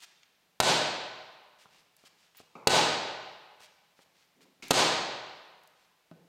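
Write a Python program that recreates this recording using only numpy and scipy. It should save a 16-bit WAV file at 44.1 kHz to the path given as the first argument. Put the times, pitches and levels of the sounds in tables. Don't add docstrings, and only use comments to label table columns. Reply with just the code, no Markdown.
import sys
import numpy as np
from scipy import signal
from scipy.fft import rfft, irfft, next_fast_len
from scipy.io import wavfile
from scipy.ndimage import uniform_filter1d

SR = 44100
rng = np.random.default_rng(int(sys.argv[2]) if len(sys.argv) > 2 else 0)


def unload_audio(sound):
    columns = np.transpose(np.atleast_2d(sound))
    steps = np.round(np.clip(columns, -1, 1) * 32767)
    wavfile.write(sys.argv[1], SR, steps.astype(np.int16))


N = 276938

# (time [s], relative thud level [dB], relative crash level [dB], crash delay [s], crash t60 [s])
HAMMER_BLOWS = [(0.6018, -0.95, -0.4, 0.00027, 0.027), (2.6715, 0.5, 0, .0014, 0.028),
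                (4.708, 0.5, 0, .0009, 0.027)]
# (frequency [Hz], t60 [s], relative level in blow 1 [dB], in blow 2 [dB], in blow 3 [dB])
WHEEL_MODES = [(131, 0.11, -25, -27.5, -28), (300, 0.055, -20, -16, -15), (436, 0.053, -33.5, -17.5, -26),
               (619, 0.092, -16.5, -17, -19), (756, 0.13, -21, -20.5, -20), (848.6, 0.058, -20, -13.5, -29),
               (1033, 0.13, -21, -20.5, -19.5), (1198, 0.054, -26.5, -29, -18.5),
               (1252, 0.096, -33, -27, -20.5), (1500, 0.28, -25, -25, -28.5), (1913, 0.25, -38, -31.5, -32),
               (2587, 0.058, -19.5, -25.5, -23.5), (2856, 0.11, -26, -21, -28.5),
               (3110, .07, -24, -29.5, -31.5), (3430, .08, -25.5, -25.5, -26), (3875, 0.11, -20, -18, -22),
               (4110, 0.085, -22, -25.5, -22.5), (4255, 0.06, -29, -26, -19.5),
               (4350, .06, -24, -23.5, -21), (4800, 0.055, -24.5, -20.5, -23.5),
               (4930, 0.041, -34, -29.5, -20.5), (6500, .025, -21, -15.5, -13),
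               (7460, 0.042, -26.5, -30.5, -23.5)]
# (time [s], relative thump level [dB], thump top edge [Hz], relative slap level [dB], grit level [dB])
BOOT_STAMPS = [(2.553, -41, 1280, -53, -66), (4.624, -45, 403, -43.5, -46)]


def from_db(db):
    return 10 ** (np.asarray(db) / 20)


def rms_one(x):
    return x / np.sqrt(np.mean(x ** 2) + 1e-20)


def seconds(length_s):
    return np.arange(int(length_s * SR)) / SR


def fade(t, t60_s):
    return np.exp(-np.log(1000) * t / t60_s)


def add(track, time_s, sound):
    at = int(np.clip(round(time_s * SR), 0, N - 1))
    track[at:at + len(sound)] += sound[:N - at]


def band(x, low_hz, high_hz, order=2):
    return signal.sosfilt(signal.butter(order, [low_hz, high_hz], "band", fs=SR, output="sos"), x)


def within(x, low_hz, high_hz, order=3):
    kept = band(x, low_hz, high_hz, order=order)
    return kept * np.linalg.norm(x) / np.linalg.norm(kept)


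def coloured(x, spectrum):
    size = 2 * next_fast_len(len(x))
    hz, db = np.transpose(spectrum)
    log_hz = np.log(np.fft.rfftfreq(size, 1 / SR) + 1)
    gain = from_db(np.interp(log_hz, np.log(hz), db))
    cepstrum = irfft(np.log(rms_one(gain)))
    cepstrum[1:size // 2] *= 2
    cepstrum[size // 2 + 1:] = 0
    response = np.exp(rfft(cepstrum))
    return irfft(rfft(x, size) * response)[:len(x)]


def burst(t, t60_s, all_round):
    if all_round:
        clatter = 1.0 * (t == 0)
    else:
        clatter = rng.choice([-1, 1], len(t)) * fade(t, t60_s)
    return clatter / np.linalg.norm(clatter)


def knock(t60_s, all_round):
    t = seconds(.3)
    return burst(t, t60_s, all_round) * np.linalg.norm(fade(t, t60_s))


def slips(grain_db=6.5):
    count = len(seconds(.5))
    sizes = from_db(grain_db * rng.standard_normal(count))
    return rms_one(rng.standard_normal(count) * sizes)


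def stroke(length_s):
    speed = np.abs(np.sin(np.pi * np.minimum(seconds(.5) / length_s, 1)))
    return slips() * np.sqrt(speed)


def still_air(level_db=-71.5):
    # (frequency [Hz], relative level [dB])
    air_spectrum = [(18, -45), (30, -10), (103, -10.5), (170, 3.5), (233, -4.5), (486, -3), (822, -1.5),
                    (1130, -5), (2480, -4.5), (4300, -7.5), (9970, -16.5), (14800, -15), (16000, -23)]
    return from_db(level_db) * rms_one(coloured(rng.standard_normal(N), air_spectrum))


def hands():
    # (time [s], length [s], level [dB])
    slides = [(0.0, 0.03, -57), (0.018, .036, -49.5), (1.583, 0.071, -61), (1.963, 0.1, -69),
              (2.047, .038, -57.5), (2.348, .026, -63), (2.37, 0.052, -57.5), (3.595, .075, -56.5),
              (3.961, 0.053, -68.5), (4.007, 0.034, -62.5), (4.407, .04, -63)]
    # (frequency [Hz], relative level [dB])
    palm_spectrum = [(200, -22.5), (700, -10.5), (1500, -3.5), (2800, 1), (5500, -3), (8000, -7.5),
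                     (12000, -16), (16000, -21.5)]
    out = np.zeros(N)
    for time_s, length_s, db in slides:
        add(out, time_s, from_db(db) * coloured(stroke(length_s), palm_spectrum))
    return out


def ticks(all_round, t60_s=.02):
    # (time [s], relative level [dB], centre [Hz])
    small_ticks = [(0.232, -51.5, 2800), (1.966, -55.5, 7000), (2.348, -55, 1500), (2.370, -51.5, 7500),
                   (4.407, -57.5, 1500), (4.682, -43, 6500), (4.7057, -29, 5600), (5.635, -61, 8000),
                   (5.674, -56, 8010)]
    out = np.zeros(N)
    for time_s, db, hz in small_ticks:
        add(out, time_s, from_db(db) * within(knock(t60_s, all_round), hz / 2, hz * 2))
    return out


def thuds(level_db=16.5):
    # (frequency [Hz], relative level [dB])
    thud_spectrum = [(8, -26.5), (28, -13.5), (55, -11), (80, -11.5), (105, -3.5), (180, -2), (235, -5),
                     (380, -0.5), (560, -1), (990, -2), (1130, -9.5), (1500, -10.5), (2200, -22.5),
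                     (16000, -62.5)]
    out = np.zeros(N)
    pulse = coloured(1.0 * (seconds(.3) == 0), thud_spectrum)
    for time_s, db, *_ in HAMMER_BLOWS:
        add(out, time_s, -from_db(level_db + db) * pulse)
    return out


def crashes(all_round, level_db=17.5):
    # (frequency [Hz], relative level [dB])
    crash_spectrum = [(100, -20), (700, -3.5), (1300, -2.5), (1900, -1), (2600, 0.16), (3500, 2),
                      (4500, 3.5), (5200, -1), (6600, -3.5), (8300, -2.5), (10000, -10.5), (13000, -13.5),
                      (16000, -20.5)]
    out, t = np.zeros(N), seconds(.15)
    for time_s, _, db, delay_s, t60_s in HAMMER_BLOWS:
        clatter = coloured(burst(t, t60_s, all_round), crash_spectrum)
        add(out, time_s + delay_s, from_db(level_db + db) * clatter)
    return out


def wheel(level_db=-0.5):
    out, t = np.zeros(N), seconds(.3)
    hz, t60_s, *strengths_db = np.transpose(WHEEL_MODES)[:, :, None]
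    for (time_s, _, _, delay_s, _), db in zip(HAMMER_BLOWS, strengths_db):
        phase = 2 * np.pi * rng.random(hz.shape)
        modes = from_db(level_db + db) * np.sin(2 * np.pi * hz * t + phase) * fade(t, t60_s)
        add(out, time_s + delay_s, np.sum(modes, axis=0))
    return out


def hall_tail(build_s=0.03):
    # (frequency [Hz], t60 [s], relative echo level [dB])
    hall_bands = [(30.08, 0.55, -22.5), (70, 1.2, -9.5), (140, 1.02, -1.5), (284, 0.99, -1),
                  (590, 1.272, 1.2), (1170, 1.38, 1), (2200, 1.328, 1.5), (4320, 1.118, 0.1),
                  (6500, 0.84, 1), (8600, 0.63, -1), (10500, .52, -3), (16000, 0.49, -8)]
    t = seconds(2)
    white = rfft(rng.standard_normal(len(t)))
    log_hz = np.log(np.fft.rfftfreq(len(t), 1 / SR) + 1)
    hz, t60_s, db = np.transpose(hall_bands)
    tail = 0
    for k, share in enumerate(np.eye(len(hz))):
        band_noise = irfft(white * np.interp(log_hz, np.log(hz), share), len(t))
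        tail = tail + from_db(db[k]) * band_noise * fade(t, t60_s[k])
    return tail * (1 - np.exp(-(t / build_s) ** 2)) / np.sqrt(SR)


def garage(x):
    return signal.fftconvolve(x, hall_tail())[:N]


def nearby(x):
    # (delay [s], level [dB], top edge [Hz])
    reflections = [(.0042, -14.5, 2552), (.0072, -10.5, 2010), (0.011, -9, 1500), (.024, -19.5, 14000),
                   (0.032, -15, 8000), (0.046, -20, 5980)]
    out = x.copy()
    for delay_s, db, top_hz in reflections:
        dulled = signal.sosfilt(signal.butter(2, top_hz, fs=SR, output="sos"), x)
        add(out, delay_s, from_db(db) * dulled)
    return out


def grips(all_round, t60_s=0.02):
    # (time [s], relative level [dB])
    pats = [(1.657, -47), (2.038, -49), (2.402, -46.5), (3.605, -53), (3.991, -50.5), (4.060, -57.5),
            (4.456, -58), (4.600, -56.5)]
    # (frequency [Hz], relative level [dB])
    pat_spectrum = [(40, -16.5), (110, 1), (400, -0.5), (1200, -3.5), (1900, -16.5), (6000, -30),
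                    (16000, -49.5)]
    out = np.zeros(N)
    for time_s, db in pats:
        add(out, time_s, from_db(db) * coloured(knock(t60_s, all_round), pat_spectrum))
    return out


def overalls(swish_s=.125, lean_s=4.35, lean_length_s=0.17, lean_db=-68, lean_low_hz=170, lean_high_hz=450):
    # (time [s], level [dB])
    sleeves = [(1.703, -64.5), (2.167, -68), (4.139, -69), (5.75, -72.5)]
    # (frequency [Hz], relative level [dB])
    cloth_spectrum = [(300, -14), (1200, -5.5), (2500, -0.5), (4800, -1.5), (8000, -10), (16000, -25.5)]
    out = np.zeros(N)
    for time_s, db in sleeves:
        add(out, time_s, from_db(db) * coloured(stroke(swish_s), cloth_spectrum))
    add(out, lean_s, from_db(lean_db) * within(stroke(lean_length_s), lean_low_hz, lean_high_hz))
    return out


def squeak(time_s=2.3685, length_s=0.016, level_db=-55, low_hz=14700, high_hz=15600):
    out = np.zeros(N)
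    add(out, time_s, from_db(level_db) * within(stroke(length_s), low_hz, high_hz))
    return out


def stamps(all_round, heel_t60_s=0.045, slap_t60_s=0.076, heel_low_hz=130, slap_low_hz=2080,
           slap_high_hz=2580, heel_echo_db=14.0, slap_echo_db=11.0):
    out = np.zeros(N)
    for time_s, thump_db, top_hz, slap_db, _ in BOOT_STAMPS:
        thump = within(knock(heel_t60_s, all_round), heel_low_hz, top_hz, order=8)
        add(out, time_s, from_db(thump_db + heel_echo_db * all_round) * thump)
        slap = within(knock(slap_t60_s, all_round), slap_low_hz, slap_high_hz)
        add(out, time_s, from_db(slap_db + slap_echo_db * all_round) * slap)
    return out


def skids(grit_t60_s=0.41, rumble_db=-10.5, rumble_t60_s=.4, rumble_low_hz=120):
    # (frequency [Hz], relative level [dB])
    grit_spectrum = [(200, -10), (700, -4), (1500, -4), (2300, 0.5), (4500, 0), (7000, -5), (10000, -16.5),
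                     (16000, -24)]
    out, t = np.zeros(N), seconds(.5)
    for time_s, thump_db, top_hz, _, grit_db in BOOT_STAMPS:
        grit = coloured(slips() * fade(t, grit_t60_s), grit_spectrum)
        add(out, time_s, from_db(grit_db) * grit)
        rumble = within(slips() * fade(t, rumble_t60_s), rumble_low_hz, top_hz, order=8)
        add(out, time_s, from_db(thump_db + rumble_db) * rumble)
    return out


def set_down(all_round, time_s=6.1138, knock_db=-42.5, ring_db=-40, boom_db=-49, boom_hz=170.3,
             boom_t60_s=0.23, knock_t60_s=0.029, low_hz=80, high_hz=620, soft_hz=2600):
    out, t = np.zeros(N), seconds(.3)
    hz, t60_s, *strengths_db = np.transpose(WHEEL_MODES)[:, :, None]
    strength = from_db(np.mean(strengths_db, axis=0)) / (1 + (hz / soft_hz) ** 2)
    modes = strength * np.cos(2 * np.pi * hz * t) * fade(t, t60_s)
    add(out, time_s, from_db(ring_db) * modes.sum(axis=0))
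    boom = np.cos(2 * np.pi * boom_hz * t) * fade(t, boom_t60_s)
    add(out, time_s, from_db(boom_db) * boom)
    add(out, time_s, from_db(knock_db) * within(knock(knock_t60_s, all_round), low_hz, high_hz))
    return band(out, low_hz, soft_hz, order=1)


def scene(thud_echo_db=7.0, crash_echo_db=9.0, wheel_echo_db=8.5, rub_echo_db=6.0, grip_echo_db=7.0,
          tick_echo_db=4.0, rest_echo_db=8.5):
    thud, ring = thuds(), wheel()
    rubbing = hands() + skids() + overalls()
    contacts = sum(source(all_round=False) for source in (crashes, grips, ticks, stamps, set_down))
    direct = nearby(thud + ring + rubbing + squeak() + contacts)

    thud_and_rub = from_db(thud_echo_db) * thud + from_db(rub_echo_db) * rubbing
    crash_and_tick = from_db(crash_echo_db) * crashes(all_round=True)
    crash_and_tick += from_db(tick_echo_db) * ticks(all_round=True)
    ring_and_contacts = from_db(wheel_echo_db) * ring + stamps(all_round=True)
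    ring_and_contacts += from_db(grip_echo_db) * grips(all_round=True)
    ring_and_contacts += from_db(rest_echo_db) * set_down(all_round=True)
    echo = garage(thud_and_rub) + garage(crash_and_tick) + garage(ring_and_contacts)
    return (direct + echo + still_air())[None]


def limiter(x, ceiling_db, release_db_per_s):
    power = uniform_filter1d(x ** 2, size=24, axis=-1)
    excess_db = np.maximum(10 * np.log10(np.abs(power) + 1e-12) - ceiling_db, 0)
    climb_db = release_db_per_s * np.arange(N) / SR
    gain_db = climb_db - np.maximum.accumulate(excess_db + climb_db, axis=-1)
    return x * from_db(gain_db)


def record(dry, peak_ceiling=.5, cutoff_hz=15900):
    held = limiter(dry, ceiling_db=-10.0, release_db_per_s=129.5)
    rounded = held / (1 + (held / peak_ceiling) ** 4) ** (1 / 4)
    return signal.sosfilt(signal.ellip(10, .1, 80, cutoff_hz, fs=SR, output="sos"), rounded)


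dry = scene()
out = record(dry)
unload_audio(out)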